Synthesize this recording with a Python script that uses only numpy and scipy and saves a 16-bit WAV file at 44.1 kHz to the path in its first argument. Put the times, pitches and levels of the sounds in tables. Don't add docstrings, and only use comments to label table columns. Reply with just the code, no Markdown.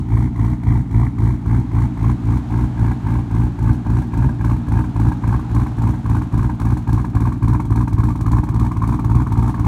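import sys
import numpy as np
from scipy import signal
from scipy.io import wavfile
from scipy.ndimage import uniform_filter1d

SR = 44100
rng = np.random.default_rng(int(sys.argv[2]) if len(sys.argv) > 2 else 0)


def wrap_up_sound(samples):
    columns = np.atleast_2d(samples).T
    tamed = np.clip(columns, -1, 1)
    steps = np.round(tamed * 32767).astype(np.int16)
    wavfile.write(sys.argv[1], SR, steps)


N = 426447
LOPE = 16

# (time [s], place [0 corner, 1 passing, 2 behind])
WALK = [(0, 0.31), (1.1, 0.41), (2.2, 0.61), (4, 0.95), (5.5, 1.5), (7, 1.53), (9.7, 2.28)]
# (time [s], middle [firings], length [firings], unevenness [factor on the accents])
SURGE = [(0, 10.68, 11.5, 0.26), (1.6, 9.1, 9.6, 0.059), (2.3, 6.27, 9.3, .37), (3.2, 5.57, 9.4, 0.2),
         (4.1, 4.47, 8.8, 1.28), (6.2, 4.14, 8, 1.3), (7.4, 3.17, 9.8, 1.58), (7.8, 1.62, 10.9, 1.52),
         (9.7, 1.92, 11.75, 1.18)]


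def amp(db):
    return 10 ** (np.asarray(db) / 20)


def unit(x):
    return x / np.sqrt(np.mean(x ** 2) + 1e-20)


def read(points, hz):
    f, value = np.transpose(points)
    return np.interp(np.log(hz + 1), np.log(f + 1), value)


def colour(x, points, size=8192):
    hz = abs(np.fft.fftfreq(size, 1 / SR)) + 1
    octaves_out = abs(np.log2(hz / np.clip(hz, points[0][0], points[-1][0])))
    log_gain = np.log(amp(np.maximum(read(points, hz) - 24 * octaves_out, -100)))
    taps = np.fft.ifft(np.exp(np.conj(signal.hilbert(log_gain)))).real
    return signal.oaconvolve(x, taps[:size // 2])[:N]


def pulses(times, gains):
    at = np.round(times * SR).astype(int)
    inside = (at >= 0) & (at < N)
    return np.bincount(at[inside], gains[inside], N)


def puffs(clicks, rise_ms, fall_ms):
    ms = np.arange(SR // 10) * 1000 / SR
    shape = (1 - np.exp(-(ms / rise_ms) ** 2)) * np.exp(-ms / fall_ms)
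    return unit(signal.oaconvolve(clicks, shape)[:N] * rng.standard_normal(N))


def past_middle(times):
    when, middle, _, _ = np.transpose(SURGE)
    offset = np.arange(len(times)) - np.interp(times, when, middle)
    return (offset + LOPE / 2) % LOPE - LOPE / 2


def swayed(times, sway_ms, latest):
    return times + sway_ms / 1000 * np.cos(2 * np.pi * (past_middle(times) - latest) / LOPE)


def firings():
    # (time [s], crank speed [rpm])
    idle_speed = [(0.0, 879.5), (1.01, 869.1), (1.69, 881.0), (2.07, 855.5), (2.42, 894.7), (3.32, 858.6),
                  (4.23, 884.8), (4.96, 859.7), (5.55, 887.9), (6.22, 854.3), (6.54, 873.9), (7.07, 866.7),
                  (7.34, 874.6), (7.46, 864.7), (8.54, 856.5), (8.94, 867.4), (9.28, 871.5), (9.7, 877.8)]
    t = np.arange(N + SR // 20) / SR
    rpm = np.interp(t, *np.transpose(idle_speed))
    count = np.cumsum(rpm) * 4 / 60 / SR
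    even = np.interp(np.arange(int(count[-1])), count, t) - .0026
    jitter = .00025 * rng.standard_normal(len(even))
    return swayed(even, sway_ms=0.96, latest=1.91) + jitter


def strength(times, accents_db, lull_db, edge, gap_db, beam_db, scatter_db):
    when, _, length, uneven = np.transpose(SURGE)
    uneven = np.interp(times, when, uneven)
    outside = abs(past_middle(times)) - np.interp(times, when, length) / 2
    lull = .5 + .5 * np.tanh(outside / edge)
    accent = uneven * np.resize(accents_db, len(times))
    gap = np.maximum(1 - uneven, 0) * np.exp(-((outside + 1.3) / 0.37) ** 2)
    place = np.interp(times, *np.transpose(WALK))
    db = accent - lull_db * lull - gap_db * gap + beam_db * (place - 2)
    return amp(db + scatter_db * rng.standard_normal(len(times)))


def engine_bay(times):
    # (frequency [Hz], level [dB])
    bay_spectrum = [(40, -47), (200, 12), (500, -3), (800, 9), (1200, 1.5), (2000, -8), (2800, -12.5),
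                    (4000, -15), (5000, -20.5), (7000, -21), (10000, -29), (16000, -41)]
    # (time [s], level [dB])
    bay_level = [(0, -46.5), (1.1, -47.5), (1.8, -43), (2.599, -40), (3.502, -42.5), (4.5, -42.5),
                 (5.5, -40.5), (6.298, -42.5), (7.1, -45.5), (8, -49), (8.9, -46), (9.6, -43)]
    impacts = pulses(times + 0.0093, amp(1.7 * rng.standard_normal(len(times))))
    valves = puffs(impacts, rise_ms=0.18, fall_ms=2.3)
    whirr = unit(colour(rng.standard_normal(N) + 0.18 * valves, bay_spectrum))
    return amp(np.interp(np.arange(N) / SR, *np.transpose(bay_level))) * whirr


def carport(x, spacing=20):
    # (frequency [Hz], time to fall 60 dB [s])
    decay_times = [(60, 1), (250, 1), (1000, 0.13), (4000, 0.13), (14000, 0.68)]
    reflections = np.zeros(SR // 2)
    at = np.arange(SR // 150, len(reflections) - spacing, spacing)
    reflections[at + rng.integers(0, spacing, len(at))] = rng.choice([-1, 1], len(at))
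    hz, t, bands = signal.stft(reflections, SR, nperseg=256)
    decay = amp(-60 * t / read(decay_times, hz)[:, None])
    tail = signal.istft(bands * decay, SR, nperseg=256)[1]
    return signal.oaconvolve(x, tail / np.linalg.norm(tail))[:N]


def tips(times, spit):
    # (frequency [Hz], level [dB])
    jet_spectrum = [(1500, -42), (2800, -1.5), (4200, 4), (4950, -3.5), (5700, 2), (7000, 1), (9500, 0.5),
                    (10400, -4.5), (11300, -2.5), (15800, -9.5)]
    blows = pulses(times + 0.0035, spit)
    jet = puffs(blows, rise_ms=1.7, fall_ms=5.6)
    scatter = puffs(blows, rise_ms=13, fall_ms=16.0)
    return amp(-55.5) * unit(colour(jet + amp(-2.5) * scatter, jet_spectrum))


def hum(times, boom):
    t = np.arange(N) / SR
    cycles = np.interp(t, times, np.arange(len(times)))
    swell = np.interp(t, times + .017, uniform_filter1d(boom, size=3))
    third = swell ** .5 * np.cos(6 * np.pi * cycles)
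    fourth = swell ** .8 * np.cos(8 * np.pi * cycles)
    return amp(-32) * unit(third) + amp(-35.0) * unit(fourth)


def pipe(times, bark):
    # (frequency [Hz], level [dB])
    at_corner = [(310, -38), (520, -34), (668, 1), (760, -8), (913, 0.5), (1120, -7.5), (1440, -13),
                 (1680, -52), (1760, -8.5), (2010, -7), (2360, -13), (2530, -46), (3200, -23), (4160, -50),
                 (7040, -120)]
    in_passing = [(310, -21.5), (520, -9), (587, -1), (689, -12), (743, 0), (913, 7.5), (1090, -6.5),
                  (1370, -7.5), (1640, 0.5), (1820, -16.5), (2420, -14), (2730, -21.5), (3200, -41),
                  (4160, -55), (7040, -120)]
    from_behind = [(310, -32), (520, -19), (574, -17), (615, -15), (738, -6), (796, -7.5), (941, 0),
                   (1100, 0.5), (1390, -13), (1680, -14), (1970, -24.5), (2170, -17.5), (2570, -25),
                   (2830, -72), (3200, -36), (4160, -52), (7040, -120)]
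    t = np.arange(N) / SR
    opens = times - .0004
    last = np.maximum(np.searchsorted(opens, t) - 1, 0)
    age = np.maximum(t - opens[last], 0)
    ring_hz = 990 * (1 + 0.078 * rng.standard_normal(len(times)))
    swell = age / .0013
    envelope = bark[last] ** 1.67 * swell ** 2 * np.exp(-swell)
    ring = envelope * np.sin(2 * np.pi * ring_hz[last] * age)
    blows = pulses(times + 0.0021, bark)
    burst = puffs(blows, rise_ms=1.2, fall_ms=4.5) + amp(-5) * puffs(blows, rise_ms=5, fall_ms=14)
    place = np.clip(np.interp(t, *np.transpose(WALK)), 0, 2)
    rasp = np.zeros(N)
    for k, spectrum in enumerate((at_corner, in_passing, from_behind)):
        nearness = np.maximum(1 - abs(place - k), 0)
        rasp += nearness * unit(colour(burst, spectrum))
    return amp(-35.5) * unit(unit(rasp) + amp(-1.5) * unit(ring))


def muffler(times, boom, bark):
    banks = [1, -1, 1, -1, -1, 1, -1, 1]
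    runner_delays = [0.67, 0.88, 0.19, 1, 1.0, 0.06, 1, 0.83]
    # (frequency [Hz], level [dB])
    rumble_spectrum = [(20, -12), (38, -1), (80, 0), (105, 0), (140, -9), (200, -18), (450, -45)]
    throat_spectrum = [(60, -74.5), (130, 6), (175, -7), (200, 1), (235, 2), (270, -1), (305, -1),
                       (360, -9.5), (400, -18.5), (470, -25), (540, -64), (700, -43.5)]
    box_hz, box_s, bank_s, lag_s = 90, .011, .0017, .017
    t = np.arange(N) / SR
    slip = .06 * uniform_filter1d(rng.standard_normal(len(times)), size=3)
    cycles = np.interp(t, times, np.arange(len(times)) + slip)
    swell = np.interp(t, times + lag_s, boom ** 1.15)
    orders = swell * (0.6 * np.cos(2 * np.pi * cycles) + np.cos(4 * np.pi * cycles))
    ring_t = np.arange(-SR // 30, SR // 30) / SR
    box_ring = np.exp(-(ring_t / box_s) ** 2) * np.cos(2 * np.pi * box_hz * ring_t)
    knocks = pulses(times + lag_s + bank_s * np.resize(banks, len(times)), boom)
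    thud = signal.oaconvolve(knocks, box_ring, "same")
    arrival = times + np.resize(runner_delays, len(times)) / 1000
    push = pulses(arrival + .002, boom + .5 * bark + .05)
    gust = puffs(push, rise_ms=2.4, fall_ms=3.2)
    low = unit(orders) + amp(-8) * unit(thud) + amp(-14) * unit(colour(gust, rumble_spectrum))
    low = signal.sosfilt(signal.butter(2, 32, "high", fs=SR, output="sos"), low)
    throat = colour(unit(push) + .3 * gust, throat_spectrum)
    return amp(-16.0) * unit(low), amp(-26.0) * unit(throat)


def scene():
    # (boom [dB], bark [dB], spit [dB])
    accents = [(3, -0.5, 3.5), (1, 0, 0.5), (-3, -12, -15), (3.5, 0, 5), (2, -1, -3), (1, -5.5, -1),
               (-1.5, 0.5, 2.5), (3.5, 1, 0.5), (3, -3, 0), (-1.5, -13, 0), (5, 11, 11), (2.5, -15, 2),
               (3, 0, -10), (2, -0.5, 4.5), (-5.5, -13, -15), (-3, -7.5, -12)]
    boom_db, bark_db, spit_db = np.transpose(accents)
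    times = firings()
    boom = strength(times, boom_db, lull_db=11.5, edge=0.84, gap_db=1, beam_db=-1.0, scatter_db=1.62)
    bark = strength(times, bark_db, lull_db=14.5, edge=0.32, gap_db=8.5, beam_db=3.0, scatter_db=1.5)
    spit = strength(times, spit_db, lull_db=13.0, edge=.2, gap_db=4, beam_db=1.5, scatter_db=1.4)
    wave_times = swayed(times, sway_ms=1.426, latest=0.99)
    low, throat = muffler(wave_times, boom, bark)
    pops = pipe(times, bark)
    echo = carport(amp(-5.0) * throat + amp(-4.5) * pops)
    exhaust = low + hum(wave_times, boom) + throat + pops + tips(times, spit)
    return (exhaust + echo + engine_bay(times))[None]


def record(dry):
    cutoff_hz = 15850
    lowpass = signal.firwin(511, cutoff_hz, window=("kaiser", 9), fs=SR)
    return signal.oaconvolve(dry, lowpass[None], "same")


dry = scene()
out = record(dry)
wrap_up_sound(out)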